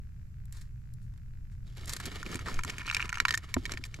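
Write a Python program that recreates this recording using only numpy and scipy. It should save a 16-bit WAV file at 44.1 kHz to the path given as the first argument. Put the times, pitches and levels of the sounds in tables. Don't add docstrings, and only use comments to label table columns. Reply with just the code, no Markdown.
import sys
import numpy as np
from scipy import signal
from scipy.fft import rfft, irfft
from scipy.io import wavfile
from scipy.ndimage import uniform_filter1d

SR = 44100
rng = np.random.default_rng(int(sys.argv[2]) if len(sys.argv) > 2 else 0)


def to_wav(s):
    ch = np.atleast_2d(s).T
    pcm = np.round(np.clip(ch, -1, 1) * 32767)
    wavfile.write(sys.argv[1], SR, pcm.astype(np.int16))


N = 176400
TIME = np.arange(N) / SR
TAP_HZ = abs(np.fft.fftfreq(2048, 1 / SR))
GRAIN_T60_S = 0.014

# (frequency [Hz], relative level [dB], t60 [s])
HOUSING = [(997, 12.5, 0.069), (1220, 15.5, 0.0077), (1377, 8.5, 0.031), (1506, 11, 0.0075),
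           (1818, 5.5, 0.029), (2270, 9.5, 0.021), (2467, 8.5, 0.018), (2833, 4.5, 0.022)]
# (time [s], middle [dB], treble [dB], low rub [dB])
DRAG = [(1.62, -103, -78, -79), (1.74, -68, -62, -73.5), (1.87, -55.5, -55.5, -59.5), (2.03, -48, -50, -57),
        (2.25, -51, -51.5, -53.5), (2.41, -49, -52, -56.5), (2.49, -49, -49.5, -49.5),
        (2.67, -52.5, -52.5, -57.5), (2.95, -54, -56.5, -67.5), (3.16, -49, -55.5, -59),
        (3.34, -53, -55, -61.5), (3.47, -53.5, -57, -70.5), (3.62, -60.5, -57, -62),
        (3.7, -52.5, -56, -56.5), (3.9, -67, -64.5, -74.5), (4, -65, -62, -72)]
# (frequency [Hz], gain [dB])
GRIT = [(2200, 2), (3400, 6.5), (4100, 5.5), (5600, 0.5), (7300, 1), (8300, -7), (9500, -8), (12500, -8.5),
        (14000, -27), (16000, -43)]


def amp(db):
    return 10 ** (np.asarray(db) / 20)


def unit(x):
    return x / np.sqrt(np.mean(x ** 2) + 1e-20)


def burst(x):
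    return x * np.sqrt(.005 * SR / (np.sum(x ** 2, axis=-1, keepdims=True) + 1e-20))


def read(points, hz):
    f, value = np.transpose(points)
    return np.interp(np.log(hz + 1), np.log(f + 1), value)


def add(mix, s, sound):
    part = mix[..., round(s * SR):][..., :sound.shape[-1]]
    part += sound[..., :part.shape[-1]]


def colour(x, db):
    log_gain = np.log(amp(db))
    taps = np.fft.ifft(np.exp(np.conj(signal.hilbert(log_gain)))).real
    return signal.fftconvolve(x, taps[None, :len(taps) // 2], axes=1)


def noise(points):
    white = rfft(rng.standard_normal((2, N)))
    return unit(irfft(white * amp(read(points, np.fft.rfftfreq(N, 1 / SR))), N))


def hiss():
    # (frequency [Hz], relative density [dB])
    spectrum = [(200, 14), (450, 1.5), (750, -4.5), (1500, 0), (2600, -4.5), (3300, -11.5), (5000, -9),
                (7500, -8), (9500, -18), (11200, -12), (12200, -7.5), (13200, -13), (14000, -37)]
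    return amp(-67.5) * noise(spectrum)


def rumble():
    # (frequency [Hz], relative density [dB])
    spectrum = [(45, 2.5), (80, 0.5), (100, -1), (111, -3), (120, 4), (128, -4.5), (146, -8), (177, -13.5),
                (230, -24), (280, -32), (400, -48.5), (1500, -99)]
    return amp(-42.5) * noise(spectrum)


def heave():
    # (centre time [s], peak level [dB], frequency [Hz], 1/e half-width [s])
    packet = (2.578, -25, 13, .04)
    s, db, hz, width = packet
    return amp(db) * np.cos(2 * np.pi * hz * (TIME - s)) * np.exp(-((TIME - s) / width) ** 2)


def ticking(count=400, pace_hz=60, growth_db_per_s=1.5):
    # (frequency [Hz], gain [dB])
    spectrum = [(300, -11.5), (800, -11.5), (1050, -12), (1550, 2), (2650, -6.5), (3200, -14.5),
                (5000, -15), (16000, -81)]
    jitter, size, pause = rng.standard_normal((count, 3)).T
    gaps = np.exp(.17 * jitter) + .6 * np.maximum(pause, 0) ** 2
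    at = (np.cumsum(gaps) / pace_hz * SR).astype(int)
    train = np.zeros((2, N))
    train[0, at[at < N]] = amp(1.7 * size[at < N])
    level_db = -78 + growth_db_per_s * np.minimum(TIME - DRAG[0][0], 0)
    return amp(level_db) * unit(colour(train, read(spectrum, TAP_HZ))[:, :N])


def bumps():
    # (time [s], level [dB], contact time [s])
    blows = [(2.349, -27.5, 0.0025), (2.648, -29, 0.0048), (3.561, -22, 0.004), (3.567, -22, 0.00016),
             (3.738, -40, 0.00083), (3.792, -39, 0.003), (3.988, -42, 0.00041), (2.065, -36.5, 0.0019)]
    # (frequency [Hz], relative level [dB], t60 [s])
    modes = [(85, -2, 0.12), (254.5, -2, 0.082), (350, -2.5, 0.065), (670, -5, 0.021), (924, -6.5, 0.024),
             (1300, 5, 0.0038)]
    out, t = np.zeros((2, N)), np.arange(SR // 5) / SR
    ring = sum((-1) ** k * amp(db - 60 * t / t60) * np.sin(2 * np.pi * hz * t)
               for k, (hz, db, t60) in enumerate(modes))
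    for s, db, contact in blows:
        force = np.sin(np.pi * np.minimum(t / contact, 1)) ** 2
        add(out[0], s, amp(db) * signal.fftconvolve(ring, force / force.sum())[:len(t)])
    return out


def scuffs(rise_s=0.00083, fade_db=-19.5, roughness_db=3.5):
    # (time [s], length [s], level [dB], tilt above 1 kHz [dB/octave])
    clumps = [(0.454, 0.0046, -61.5, 7), (0.524, 0.0099, -51.5, 3.5), (0.534, 0.15, -63.5, -1),
              (0.568, 0.014, -60.5, 0), (0.611, 0.021, -60.5, 1), (0.936, 0.0063, -59.5, 6),
              (1.014, 0.081, -76, 3), (1.137, 0.005, -65.5, -4), (1.176, 0.0055, -63.5, -1),
              (1.514, 0.055, -73, -1), (1.77, 0.0064, -51.5, -1), (1.856, 0.0079, -48.5, 4.5),
              (1.873, 0.026, -46.5, 0), (1.893, 0.02, -39, 0), (1.907, 0.11, -52.5, -1.5),
              (1.924, 0.013, -48, 1), (1.933, 0.0097, -36.5, 2), (1.965, 0.009, -39, 0),
              (2, 0.015, -44, -2), (2.055, 0.016, -39, 1), (2.459, 0.074, -42.5, -7.5),
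              (3.85, 0.024, -50, -0.5)]
    # (frequency [Hz], gain [dB])
    spectrum = [(290, -27), (500, -10.5), (831, -12), (919, -3), (1340, -2), (1570, -1), (1790, 6),
                (2750, -6.5), (4050, 0), (6610, -4), (7210, 1), (8700, -6), (12900, -9), (16000, -34)]
    out, grains = np.zeros((2, N)), rng.standard_normal((2, N))
    grains *= amp(roughness_db * rng.standard_normal(N // 32 + 1).repeat(32)[:N])
    octaves = np.log2(np.maximum(TAP_HZ, 1000) / 1000)
    for s, length, db, tilt in clumps:
        t = np.arange(0, length, 1 / SR)
        push = np.minimum(t / rise_s, 1) * amp(fade_db * (t / length) ** 2)
        crush = grains[:, round(s * SR):][:, :len(t)] * push
        sound = colour(crush, read(spectrum, TAP_HZ) + tilt * octaves)
        add(out, s, amp(db) * unit(sound) * np.sqrt(len(t) / sound.shape[1]))
    return out


def grind(spectrum, kinds=10, slips_per_s=3300, spread_db=4):
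    slips = (rng.random(N) < slips_per_s / SR) * amp(spread_db * np.minimum(rng.exponential(1, N), 5))
    slips *= rng.choice([-1, 1], N)
    kind, t = rng.integers(0, kinds, N), np.arange(512) / SR
    rings = rng.standard_normal((kinds, 2, len(t))) * amp(-60 * t / GRAIN_T60_S)
    grains = sum(signal.oaconvolve((slips * (kind == k))[None], ring, axes=1)
                 for k, ring in enumerate(rings))
    return unit(colour(grains, read(spectrum, TAP_HZ))[:, :N])


def scrape():
    # (frequency [Hz], gain [dB])
    ringing = [(500, -42), (800, -7.5), (1000, 4.5), (1400, 9.5), (1620, 7.5), (1810, 10.5), (2270, 13.5),
               (2550, -8), (2900, 6), (3500, -23), (5000, -53)]
    # (frequency [Hz], gain [dB])
    rub = [(110, -22), (165, 1.5), (260, -3), (400, -4), (550, -11), (750, -15), (1200, -61), (2500, -46.5)]
    s, middle, treble, low = np.transpose(DRAG)
    bands = (ringing, middle - 1.5), (GRIT, treble - 1.5), (rub, low + 4.5)
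    return sum(grind(spectrum) * amp(np.interp(TIME, s, db, left=-np.inf)) for spectrum, db in bands)


def surges(spread_db=4.5, smoothing_s=0.021):
    width = int(smoothing_s * SR)
    grip = uniform_filter1d(uniform_filter1d(rng.standard_normal(N), width), width)
    return amp(spread_db * unit(grip))


def chatter(slips_per_s=140, spread_db=10.5, centre_hz=2220, crack_db=-11):
    # (time [s], level [dB])
    envelope = [(2.2, -63.5), (2.7, -55.5), (2.9, -42.5), (3.18, -50.5), (3.21, -56)]
    t, rings = np.arange(2048) / SR, 0
    slips = (rng.random(N) < slips_per_s / SR) * amp(spread_db * np.clip(rng.standard_normal(N), -2, 1))
    for hz, db, t60 in HOUSING:
        mode = amp(db - 60 * t / t60) * np.sin(2 * np.pi * hz * t)
        mode /= 1 + (2 * np.log2(hz / centre_hz)) ** 2
        rings += signal.oaconvolve(slips * rng.standard_normal((2, N)), mode[None], axes=1)
    crack = rng.standard_normal((2, len(t))) * amp(-60 * t / GRAIN_T60_S)
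    cracks = colour(signal.oaconvolve(slips[None], crack, axes=1), read(GRIT, TAP_HZ))
    sound = unit(rings[:, :N]) + amp(crack_db) * unit(cracks[:, :N])
    return sound * amp(np.interp(TIME, *np.transpose(envelope), left=-np.inf, right=-np.inf))


def snaps():
    # (time [s], ring level [dB], ring pitch [Hz], crack level [dB], crack pitch [Hz])
    slips = [(2.2286, -35, 1560, -42, 6400), (2.2626, -36.5, 1940, -45, 5840),
             (2.315, -49, 1900, -42, 6700), (2.3438, -41, 2160, -38, 7220),
             (2.3554, -35, 1940, -35.5, 7800), (2.3917, -38.5, 1860, -43.5, 6460),
             (2.484, -33, 1570, -43, 4800), (2.5418, -59, 2140, -39, 6700),
             (2.5905, -28, 1800, -39.5, 5900), (2.635, -35, 2150, -34.5, 7100),
             (2.6478, -34.5, 1660, -36.5, 6860), (2.697, -34, 2370, -35.5, 5500),
             (2.7012, -33, 2300, -36, 6200), (2.7825, -35, 2220, -39, 6540), (2.8105, -38, 2060, -54, 5200),
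             (2.866, -50, 2210, -37, 5100), (2.8782, -32.5, 1790, -45, 4900),
             (2.8917, -36, 2200, -41, 5200), (2.8993, -24.5, 2464, -41, 5260),
             (2.9119, -29.5, 1750, -32.5, 4470), (2.935, -45, 1790, -43, 6500),
             (2.9464, -25.5, 2640, -23.5, 5400), (2.955, -35, 2270, -59, 5200),
             (2.9667, -23.5, 2400, -31, 5500), (2.9961, -29, 1610, -47, 5800),
             (3.0029, -27, 2120, -56, 5200), (3.0104, -38, 2080, -46, 5300), (3.016, -39, 2300, -42, 5570),
             (3.0254, -27.5, 2350, -41.5, 5760), (3.056, -63, 2180, -44, 6440),
             (3.0923, -31.5, 2200, -36.5, 6270), (3.1274, -26, 1660, -38, 5530),
             (3.1426, -34, 1970, -42, 5400), (3.1553, -34.5, 2220, -40, 5630),
             (3.1722, -31, 1640, -46, 5900), (3.182, -36, 2160, -43, 5600), (3.201, -17.5, 2010, -23, 4920),
             (3.252, -17, 1790, -27.5, 4630), (3.2827, -26, 1820, -27, 4160),
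             (3.2902, -27.5, 1820, -32, 5000), (3.3072, -23, 1750, -24, 4470),
             (3.3245, -35, 1940, -37.5, 5070), (3.3396, -24, 1800, -31, 5930),
             (3.3435, -22.5, 1820, -29, 4180), (3.35, -34.5, 1880, -32, 6900),
             (3.375, -29.5, 1890, -30, 7100), (3.541, -25, 2040, -25.5, 6700),
             (3.6538, -29, 1990, -33.5, 5300), (3.6611, -36.5, 2110, -37, 3940),
             (3.6947, -36.5, 1610, -45, 4280), (3.7191, -40, 2070, -30.5, 5600),
             (3.737, -37.5, 2020, -43, 5500), (3.773, -33.5, 2000, -41.5, 4500),
             (3.8387, -36, 2160, -36, 4930), (3.9423, -39, 2070, -42, 5360)]
    # (time [s], half-width [octaves])
    ring_width = [(3.26, 0.49), (3.28, 0.17), (3.38, 0.17), (3.65, 0.16)]
    ring_rise_s, overshoot_s, scatter_db, far_modes_db = 0.00024, 0.00079, 2.5, -30
    detune_cycles = 0.67
    crack_rise_s, crack_t60_s, crack_width_oct = 0.00045, 0.016, 0.58
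    ripple_db, ripple_spacing_hz = 4.5, 1700
    alike = 0.87
    out, t = np.zeros((2, N)), np.arange(2048) / SR
    attack = (1 - np.exp(-(t / ring_rise_s) ** 2)) * (1 + 0.81 * np.exp(-t / overshoot_s))
    crack_envelope = amp(-60 * t / crack_t60_s) * (1 - np.exp(-t / crack_rise_s))
    shared = rng.standard_normal((2, len(t)))
    hz, db, t60 = np.transpose(HOUSING)[:, :, None]
    for s, ring_db, ring_hz, crack_db, crack_hz in slips:
        size, tune, phase = rng.standard_normal((3, 2, len(hz), 1))
        near = 1 / (1 + (np.log2(hz / ring_hz) / np.interp(s, *np.transpose(ring_width))) ** 4)
        weight = amp(db + scatter_db * size) * (near + amp(far_modes_db))
        mode_hz = hz + detune_cycles * tune / t60
        modes = weight * amp(-60 * t / t60) * np.sin(2 * np.pi * mode_hz * t + np.pi * phase)
        add(out, s, amp(ring_db - 1.5) * burst(modes.sum(1) * attack))

        # (frequency [Hz], gain [dB])
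        spectrum = [(700, 3), (2500, 1), (3450, 4), (4080, 6), (4750, 3.5), (5400, -1), (5800, -7.5),
                    (6150, 4), (6750, -4), (7250, 1), (9400, -7), (12500, -5.5), (14000, -15), (16000, -33)]
        crack = np.sqrt(alike) * shared + np.sqrt(1 - alike) * rng.standard_normal((2, len(t)))
        focus = -10 * np.log10(1 + (np.log2((TAP_HZ + 1) / crack_hz) / crack_width_oct * 2) ** 2)
        ripple = ripple_db * np.cos(2 * np.pi * (TAP_HZ / ripple_spacing_hz + rng.random()))
        crack = colour(crack * crack_envelope, read(spectrum, TAP_HZ) + focus + ripple)
        add(out, s, amp(crack_db - 3.5) * burst(crack))
    return out


def slip_highpass(x, cutoff_hz=932):
    return signal.sosfilt(signal.butter(6, cutoff_hz, "high", fs=SR, output="sos"), x)


def antiresonances(x):
    # (frequency [Hz], half-width [Hz], depth [dB])
    dips = [(1990, 71, 6.5), (3480, 230, 1)]
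    loss_db = sum(db / (1 + ((TAP_HZ - hz) / width) ** 2) for hz, width, db in dips)
    return colour(x, -loss_db)[:, :N]


def ports(x, size):
    # (frequency [Hz], coherence [0-1])
    coherence = [(25, 0.87), (80, 1), (260, 0.94), (600, 0.83), (1500, 0.95), (4000, 0.64), (8000, 0.85),
                 (12500, 0.41)]
    # (frequency [Hz], level difference [dB])
    balance = [(100, 0), (260, -2.5), (600, -3), (1400, 0), (1800, 0), (4000, -1.5), (7500, -1),
               (10500, 0.5), (12500, 5.5)]
    # (frequency [Hz], phase [rad])
    lead = [(140, 0.29), (220, -0.98), (650, -0.43), (1100, -0.51), (1800, -0.81), (3800, -1.17),
            (4800, 0.5), (12000, -0.53)]
    hz = np.fft.rfftfreq(size, 1 / SR)
    common, apart = rfft(x, size)
    same = read(coherence, hz)
    common, apart = common * np.sqrt((1 + same) / 2), apart * np.sqrt((1 - same) / 2)
    lean = amp(read(balance, hz) / 2) * np.exp(.5j * read(lead, hz))
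    return irfft(np.array([(common + apart) * lean, (common - apart) / lean]), size)[:, :N]


def scene():
    friction = slip_highpass(snaps() + chatter()) + scuffs() + scrape() * surges()
    contact = antiresonances(friction) + bumps() + ticking()
    return ports(contact, size=N + SR // 10) + ports(rumble(), size=N) + heave() + hiss()


def record(dry):
    lowpass = signal.firwin(511, 16000, window=("kaiser", 9), fs=SR)
    return signal.oaconvolve(dry, lowpass[None], "same")


dry = scene()
out = record(dry)
to_wav(out)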